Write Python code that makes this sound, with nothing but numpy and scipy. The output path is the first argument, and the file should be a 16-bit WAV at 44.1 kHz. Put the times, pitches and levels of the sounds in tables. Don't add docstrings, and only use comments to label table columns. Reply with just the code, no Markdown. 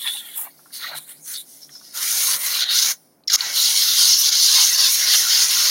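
import sys
import numpy as np
from scipy import signal
from scipy.fft import rfft, irfft, next_fast_len
from scipy.io import wavfile
from scipy.ndimage import uniform_filter1d, map_coordinates

SR = 44100
rng = np.random.default_rng(int(sys.argv[2]) if len(sys.argv) > 2 else 0)


def log_audio(samples):
    frames = np.atleast_2d(samples).T
    limited = np.clip(frames, -1, 1)
    pcm = np.round(limited * 32767).astype(np.int16)
    wavfile.write(sys.argv[1], SR, pcm)


N = 251370

# start in
# seconds, relative level in dB, pitch in Hz.
FILM_SNAPS = [(0.074, -10, 3760), (0.080, -16, 3550), (0.170, -24, 3740), (0.37, -29, 13170),
              (1.692, -39, 3300), (2.33, -14, 4400), (3.237, -45, 4170), (3.279, -12.5, 5350),
              (3.299, -11, 4900), (3.319, -9.5, 5450), (3.407, -5.5, 4320)]
WHISTLE_HZ = 11150


def amp(db):
    return 10 ** (np.asarray(db) / 20)


def unit(x):
    return x / np.sqrt(np.mean(x ** 2) + 1e-20)


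def along(points, hz):
    point_hz, values = np.transpose(points)
    return np.interp(np.log(hz + 1), np.log(point_hz + 1), values)


def curves(rows):
    times, *columns = np.transpose(rows)
    return [np.interp(np.arange(N) / SR, times, column) for column in columns]


def wobble(rate):
    knots = rng.standard_normal(int(N * rate / SR) + 4)
    return map_coordinates(knots, [np.arange(N) * rate / SR])


def filtered(x, response):
    size = next_fast_len(N + SR // 2)
    return irfft(rfft(x, size) * response(np.fft.rfftfreq(size, 1 / SR)), size)[:N]


def gate_db(t, start, end, rise, fall):
    return -20 * ((np.maximum(start - t, 0) / rise) ** 2 + np.maximum(t - end, 0) / fall)


def equipment(swell_s=0.036):
    # frequency in Hz, relative level in dB.
    vent_colour = [(25, -30.5), (70, -13), (110, -18), (200, -3), (280, -3), (420, -9), (520, -6.5),
                   (750, -7.5), (950, -13), (2500, -27.5), (5000, -46)]
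    hum_lines = [(150.7, -0.5), (285.3, 2.5), (360.7, -2.5)]
    # centre in seconds, relative level in dB.
    hum_swells = [(0.58, -65), (0.97, -53), (1.21, -58), (1.7, -59), (2.35, -53), (3.46, -61), (3.94, -64),
                  (4.62, -68)]
    t = np.arange(N) / SR
    air = unit(filtered(rng.standard_normal(N), lambda hz: amp(along(vent_colour, hz))))
    lines = [amp(db + 0.97 * wobble(3.0)) * np.sin(2 * np.pi * hz * t + 0.63 * wobble(26))
             for hz, db in hum_lines]
    swells = sum(amp(db) * np.exp(-((t - s) / swell_s) ** 2) for s, db in hum_swells)
    return amp(-62) * air + amp(-69.5) * sum(lines) + swells * lines[0]


def room(x, t60, wet_db):
    t = np.arange(SR // 2) / SR
    tail = rng.standard_normal(len(t)) * amp(-60 * t / t60) * (t > .004)
    return x + amp(wet_db) * signal.fftconvolve(x, tail / np.linalg.norm(tail))[:N]


def bursts(rows, t60, attack_s, glide_per_s, splash_db, splash_t60, gain_db=0):
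    out, t = np.zeros(N + SR), np.arange(SR // 8) / SR
    for start, db, hz in rows:
        ring = np.sin(2 * np.pi * hz * (t + glide_per_s * t * t / 2)) * amp(-60 * t / t60)
        band = signal.butter(2, [hz * 0.65, min(hz * 1.12, SR * .45)], "bandpass", fs=SR, output="sos")
        splash = unit(signal.sosfilt(band, rng.standard_normal(len(t))))
        splash *= amp(splash_db - 60 * t / splash_t60)
        onset = 1 - np.exp(-t / attack_s)
        out[round(start * SR):][:len(t)] += amp(db + gain_db) * (ring + splash) * onset
    return out[:N]


def plops():
    # start in seconds, level in dB, pitch in Hz.
    bubbles = [(0.591, -44, 1340), (0.658, -40.5, 1380), (0.705, -43, 1620), (0.923, -36, 1420),
               (1.692, -40.5, 1830), (1.753, -45, 1460), (1.813, -44, 1440)]
    return bursts(bubbles, t60=0.027, attack_s=.001, glide_per_s=3, splash_db=-8, splash_t60=0.064)


def spits(rebound_s=0.002, rebound_db=-1.5):
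    rebounds = [(start + rebound_s, db + rebound_db, hz) for start, db, hz in FILM_SNAPS]
    return bursts(FILM_SNAPS + rebounds, t60=0.01, attack_s=0.0004, glide_per_s=3.4,
                  splash_db=-6, splash_t60=0.0069, gain_db=2.0)


def gulps(throb_hz, depth):
    # start and length in seconds, first pitch, last pitch and width in Hz, rms level in dB.
    slugs = [(0.049, 0.04, 1136, 890, 450, -45.5), (0.147, 0.024, 864, 790, 300, -50),
             (0.352, 0.1, 1046, 950, 647, -49.5), (0.446, 0.046, 1000, 903, 647, -46),
             (0.829, 0.053, 1940, 2070, 450, -36.5), (0.835, 0.027, 1416, 1280, 400, -37),
             (0.876, 0.087, 775, 770, 348, -43.5), (0.917, 0.041, 1513, 1460, 300, -38.5),
             (1.348, .076, 3640, 3710, 503, -39), (2.499, 0.12, 4310, 3900, 455, -30),
             (2.656, .15, 3880, 3470, 320, -27.5), (3.284, 0.022, 2180, 1630, 400, -37),
             (3.305, 0.073, 1585, 1204, 350, -40), (3.399, .055, 1124, 860, 353, -45.5),
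             (4.491, .17, 1142, 1010, 500, -38)]
    out = np.zeros(N + SR)
    for start, length, start_hz, end_hz, width_hz, db in slugs:
        n = max(round(length * SR), 64)
        progress = np.linspace(0, 1, n)
        phase = 2 * np.pi * np.cumsum(start_hz * (end_hz / start_hz) ** progress) / SR
        ring = wobble(width_hz)[:n] * np.sin(phase) + wobble(width_hz)[:n] * np.cos(phase)
        swell = np.sqrt(np.abs(np.sin(np.pi * progress))) * np.exp(depth * wobble(throb_hz)[:n])
        out[round(start * SR):][:n] += amp(db) * unit(ring * swell)
    return out[:N]


def lodged_slugs(x, round_trips_s=(0.001101, .002, .0031), wander=0.129, edge_s=0.052):
    # start and length in seconds, reflection from 0 to 1.
    lodgings = [(0.0, 0.6, 0.36), (4.029, .57, 0.14), (4.757, 0.14, 0.44)]
    n = np.arange(N)
    reflection = sum(size * amp(gate_db(n / SR, start, start + length, edge_s, edge_s))
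                     for start, length, size in lodgings)
    echoes = sum(map_coordinates(x, [n - SR * delay * np.exp(wander * wobble(16))])
                 for delay in round_trips_s)
    return (x + reflection * echoes) / np.sqrt(1 + len(round_trips_s) * reflection ** 2)


def tube(x, lift, broaden):
    # pitch in Hz, width in Hz before broadening, relative level in dB.
    modes = [(602, 29, -0.5), (1061, 74, 4.5), (1431, 88, 0), (1926, 30, 2), (2138, 300, 2),
             (2744, 220, -3.5), (3374, 23, -15), (4047, 25, -0.5), (4400, 56, -0.5), (4780, 46, -5),
             (5250, 410, -2), (5820, 41, -2), (6570, 90, -8), (7110, 100, -2), (9120, 60, -5),
             (9700, 47, -6.5), (10100, 140, 1.5)]

    def peaks(f):
        return sum(amp(db) * 1j * f * width * broaden / (hz * hz - f * f + 1j * f * width * broaden)
                   for hz, width, db in modes)

    return unit(filtered(x, lambda f: 1 + lift * peaks(f)))


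def cavity(x, colour, centre_hz, relative_width, patchy_db, frame):
    # time in seconds, pitch in Hz, depth 0 to 1.
    notch_path = [(4.6, 2600, 0.61), (4.86, 2390, 0.7), (4.97, 2940, 0.5), (5.1, 2450, .15)]
    hz, t, spectra = signal.stft(x, SR, nperseg=frame)
    at = np.minimum((t * SR).astype(int), N - 1)

    def resonance(peak_hz, width):
        ratio = hz[:, None] / peak_hz
        return 1j * ratio * width / (1 - ratio ** 2 + 1j * ratio * width)

    notch_hz, depth = curves(notch_path)
    notch = 1 - np.clip(depth[at], 0, 1) * resonance(notch_hz[at], 0.11)
    gain = amp(along(colour, hz))[:, None] * resonance(centre_hz[at], relative_width[at]) * notch
    patches = uniform_filter1d(rng.standard_normal(spectra.shape), size=3, axis=0)
    patches = uniform_filter1d(patches, size=11, axis=1)
    gain *= amp(patchy_db * unit(patches))
    gain /= np.sqrt(np.mean(np.abs(gain) ** 2, axis=0))
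    return unit(signal.istft(spectra * gain, SR, nperseg=frame)[1][:N])


def leak(t, seal_s=2.92, fade_db_per_s=56.5, pocket_hz=5260, opening=0.27):
    fade_db = fade_db_per_s * np.maximum(t - seal_s, 0)
    slurp_db, hiss_db, gurgle_db = -59 - fade_db, -54 - fade_db, -68 - fade_db
    return slurp_db, hiss_db, gurgle_db, pocket_hz, WHISTLE_HZ, opening, 0


def spurt(t, start, hold, rise, fall, slurp_db, hiss_db, gurgle_db, pocket_hz, whistle_hz, opening):
    gate = gate_db(t, start, start + hold, rise, fall)
    sputtering = 0.56 * (1 - opening)
    return slurp_db + gate, hiss_db + gate, gurgle_db + gate, pocket_hz, whistle_hz, opening, sputtering


def draw(t, rows, rise, base_opening, sputtering):
    times, *columns = np.transpose(rows)
    slurp_db, hiss_db, gurgle_db, pocket_hz = [np.interp(t, times, column) for column in columns]
    gate = gate_db(t, times[0], times[-1], rise, fall=0.029)
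    levels_db = slurp_db + 0.22 + gate, hiss_db - 0.5 + gate, gurgle_db + 2 + gate
    opening = base_opening * np.exp(0.064 * (hiss_db - slurp_db))
    return *levels_db, pocket_hz, WHISTLE_HZ, opening, sputtering


def airflow(step_s=.001):
    # time of full flow, hold, rise and fall in seconds; relative slurp, hiss and gurgle
    # levels in dB; air pocket and rim whistle in Hz; tip opening from 0 to 1.
    spurts = [ (0.02, .15, .05, .08, -29.5, -32.5, -48, 3450, 10500, .1),
              (0.073, .008, 0.042, .04, -20.5, -37, -31.5, 3440, 10500, 0),
              (0.22, 0.14, .05, .1, -42, -41, -49, 3300, 11500, .1),
              (0.372, 0.046, 0.025, 0.062, -64, -26, -48, 3400, 13200, 0.2),
              (0.464, .012, .06, 0.039, -64, -48, -48, 4000, 12000, .9),
              (0.745, .024, 0.025, .1, -35, -34.5, -52, 4530, 11300, 0.35),
              (0.832, .045, 0.057, .13, -32, -39.5, -37.5, 3990, 12800, 0.2),
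              (0.918, 0.041, .01, 0.034, -37.5, -52, -38.5, 4000, 11000, 0),
              (0.978, 0.0051, .04, .025, -34.5, -31.5, -41.5, 3950, 10200, .25),
              (1.012, .028, .02, .05, -56, -44, -65.5, 3500, 9750, .05),
              (1.098, 0.01, .04, .08, -50, -38, -50.5, 3580, 10600, 0.27),
              (1.269, 0.018, .07, .03, -41.5, -40.5, -68, 6700, 10300, .08),
              (1.295, 0.043, .045, 0.058, -37.5, -32.5, -44.5, 6000, 11500, 0.66),
              (1.347, 0.014, .02, .03, -31, -40, -49.5, 4100, 10600, 0.15),
              (1.385, .02, .03, 0.042, -41, -34.5, -57, 3800, 10600, 0.12),
              (1.486, 0.088, .04, .2, -52, -48, -73.5, 5960, 10700, 0.5),
              (1.628, 0.017, .02, .04, -41.5, -53, -70, 5470, 10400, 0),
              (1.735, 0.037, .04, .08, -42.5, -55, -68.5, 5490, 10400, 0),
              (1.862, .08, .06, .05, -46, -52.5, -63.5, 5100, 10400, 0.16),
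              (3.276, 0.0036, 0.0014, .025, -20.5, -39.5, -52, 5400, 12000, 0),
              (3.304, 0.018, 0.013, .008, -20.5, -36, -39.5, 4670, 12000, 0.7),
              (3.333, .027, 0.015, .005, -13, -24, -29.5, 5300, 12000, .6),
              (3.405, 0.11, 0.041, .06, -27, -36.5, -33, 5350, 12000, 0.8),
              (4.195, 0.023, 0.033, .03, -20, -24, -46, 5760, 12000, 0),
              (4.93, 0.018, .06, .05, -24, -23, -42, 6200, 12600, 0.4),
              (5.14, .015, 0.018, .02, -16.5, -24.5, -26.5, 2900, 10700, 1)]
    # time in seconds, relative slurp, hiss and gurgle levels in dB, air pocket in Hz.
    first_draw = [(1.965, -31.5, -30.5, -40.5, 5960), (2.047, -25.5, -24.5, -35, 5240),
                  (2.125, -21, -22.5, -36, 5880), (2.293, -22.5, -21.5, -34, 5770),
                  (2.343, -21.5, -21.5, -33, 4900), (2.385, -39, -30, -41, 6000),
                  (2.445, -25, -21.5, -34, 5630), (2.609, -22, -30, -36, 4020),
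                  (2.625, -18, -32.5, -29.5, 4080), (2.679, -25, -46, -37.5, 3820),
                  (2.711, -16.5, -27.5, -30.5, 4090), (2.755, -18, -23.5, -34.5, 5050),
                  (2.829, -17, -25, -36, 5090), (2.915, -20, -24.5, -31.5, 6380)]
    long_draw = [(3.59, -17.5, -23, -36.5, 4620), (3.62, -17.5, -23, -37.5, 5050),
                 (3.93, -17, -23.5, -36.5, 4640), (4.08, -12, -20, -36, 4980),
                 (4.16, -16, -28, -41.5, 5100), (4.21, -20.5, -20, -39, 5700),
                 (4.22, -18, -26.5, -44, 5400), (4.29, -13, -22.5, -34, 4880), (4.31, -15, -27, -34, 5100),
                 (4.32, -15, -28, -33, 5020), (4.42, -15, -24, -40.5, 4970),
                 (4.59, -13.5, -22, -30.5, 4840), (4.64, -13, -21, -36, 5520),
                 (4.71, -19, -24.5, -33.5, 5300), (4.87, -13.5, -24, -32, 4740),
                 (4.93, -20.5, -23.5, -36.5, 5860), (5.08, -17, -26, -29.5, 5020),
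                 (5.16, -13, -20.5, -33, 5400), (5.27, -20, -26, -33, 5210),
                 (5.34, -15, -24.5, -31.5, 4840), (5.43, -15.5, -23, -30.5, 5400),
                 (5.48, -23, -27.5, -33.5, 5510), (5.51, -19, -23.5, -33, 5090),
                 (5.7, -15, -24.5, -32, 5160)]
    # centre and half-width in seconds, depth in dB.
    clots = [(2.651, 0.008, 7.5), (3.292, .003, 4.5), (3.328, .002, 10), (3.366, .004, 16),
             (4.175, 0.014, 3), (4.31, 0.009, 8), (4.77, .008, 5.5), (5.06, .015, 2.5)]
    t = np.arange(0, N / SR, step_s)
    flows = [spurt(t, *row) for row in spurts] + [
        leak(t),
        draw(t, first_draw, rise=0.035, base_opening=0.77, sputtering=0.52),
        draw(t, long_draw, rise=0.084, base_opening=0.76, sputtering=0.043)]
    flows = np.array([np.broadcast_arrays(*flow) for flow in flows])
    levels_db, tip_shapes = np.split(flows, [3], axis=1)
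    power = amp(levels_db) ** 2 + 1e-20
    weight = power.sum(axis=1, keepdims=True)
    tip_shape = (tip_shapes * weight).sum(axis=0) / weight.sum(axis=0)
    choke_db = sum(db * np.exp(-((t - s) / width) ** 2) for s, width, db in clots)
    total_db = 10 * np.log10(power.sum(axis=0)) - choke_db
    return curves(np.vstack([t, total_db, tip_shape]).T)


def sputter(share, rate, t60, spread_db, attack_s=0.00016):
    times = np.cumsum(rng.gamma(2, .5 / rate, 4000))
    sizes = amp(spread_db * np.clip(rng.standard_normal(len(times)), -1.5, 1.5))
    at = (times * SR).astype(int)
    kicks = np.bincount(at[at < N], sizes[at < N], N)
    t = np.arange(SR // 20) / SR
    pulse = amp(-60 * t / t60) * (1 - np.exp(-t / attack_s))
    beats = unit(signal.fftconvolve(kicks, pulse)[:N])
    return np.sqrt(1 - share + share * beats ** 2)


def film_seals(seal_s, depth):
    t = np.arange(N) / SR
    seals = [np.exp(-((t - start + seal_s / 2) / seal_s) ** 2) for start, _, _ in FILM_SNAPS]
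    return 1 - depth * np.max(seals, axis=0)


def tearing(rate, spread_db, air_db):
    ruptures = (rng.random(N) < rate / SR) * rng.choice([-1, 1], N)
    sizes = amp(spread_db * np.clip(rng.standard_normal(N), -2, 2))
    return unit(unit(ruptures * sizes) + amp(air_db) * rng.standard_normal(N))


def gurgle(opening):
    # frequency in Hz, relative level in dB.
    froth_colour = [(130, -7), (280, -2), (420, -5.5), (600, -4), (760, -3.5), (1050, -7), (1500, -0.5),
                    (2150, -3), (2500, -1), (3500, -11), (6000, -46)]
    bubble_hz = 1817 * np.exp(.12 * wobble(9) + 0.043 * wobble(45))
    froth = tube(tearing(rate=900, spread_db=0.5, air_db=4.5), lift=0.95, broaden=0.6)
    return cavity(froth, froth_colour, bubble_hz, 0.56 + 0.69 * opening, patchy_db=3.5, frame=640)


def hiss(whistle_hz, opening):
    # frequency in Hz, relative level in dB.
    jet_colour = [(2000, -20), (6000, -9.5), (7800, -2), (8600, 0.5), (9300, 3.5), (10200, 1),
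                  (11100, -3.5), (12400, 0.5), (15800, 2)]
    spray = tube(tearing(rate=3500, spread_db=4.0, air_db=1), lift=0.65, broaden=0.74)
    drifting_hz = whistle_hz * np.exp(.06 * wobble(9))
    return cavity(spray, jet_colour, drifting_hz, 0.36 + 0.15 * opening, patchy_db=2.1, frame=256)


def slurp(pocket_hz, opening):
    # frequency in Hz, relative level in dB.
    pocket_colour = [(1500, -37), (2500, -7.5), (3100, 0), (4000, 2), (5200, -6), (6500, 2), (7000, -3),
                     (7600, -17.5), (9000, -60), (14000, -31.5)]
    wavering_hz = pocket_hz * np.exp(0.02 * wobble(60))
    films = tube(tearing(rate=2600, spread_db=1.5, air_db=1.0), lift=1.27, broaden=0.67)
    return cavity(films, pocket_colour, wavering_hz, 0.67 * opening, patchy_db=2.0, frame=384)


def suction():
    slurp_db, hiss_db, gurgle_db, pocket_hz, whistle_hz, opening, sputtering = airflow()
    opening, sputtering = np.clip([opening, sputtering], .04, .97)
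    stream = sputter(sputtering, rate=230, t60=0.058, spread_db=4.0)
    stream *= amp(0.82 * wobble(35) + 0.078 * wobble(130))
    stream *= film_seals(seal_s=.0025, depth=.75)
    pocket, froth, jet = slurp(pocket_hz, opening), gurgle(opening), hiss(whistle_hz, opening)
    return (pocket * stream * amp(slurp_db - 0.47)
            + froth * stream ** 0.23 * amp(gurgle_db + 0.21 * wobble(70) - 1.5)
            + jet * stream ** 0.45 * amp(hiss_db + 1.03))


def scene():
    close = spits() + plops() + lodged_slugs(suction()) + gulps(throb_hz=120, depth=0.34)
    return (room(close, t60=0.11, wet_db=-23) + equipment())[None]


def record(dry, ceiling=.9, low_cut_hz=35, top_hz=15850):
    rounded = dry / (1 + np.abs(dry / ceiling) ** 8) ** (1 / 8)
    response = lambda hz: (hz < top_hz) * hz ** 2 / (hz ** 2 + low_cut_hz ** 2)
    return np.array([filtered(channel, response) for channel in rounded])


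dry = scene()
out = record(dry)
log_audio(out)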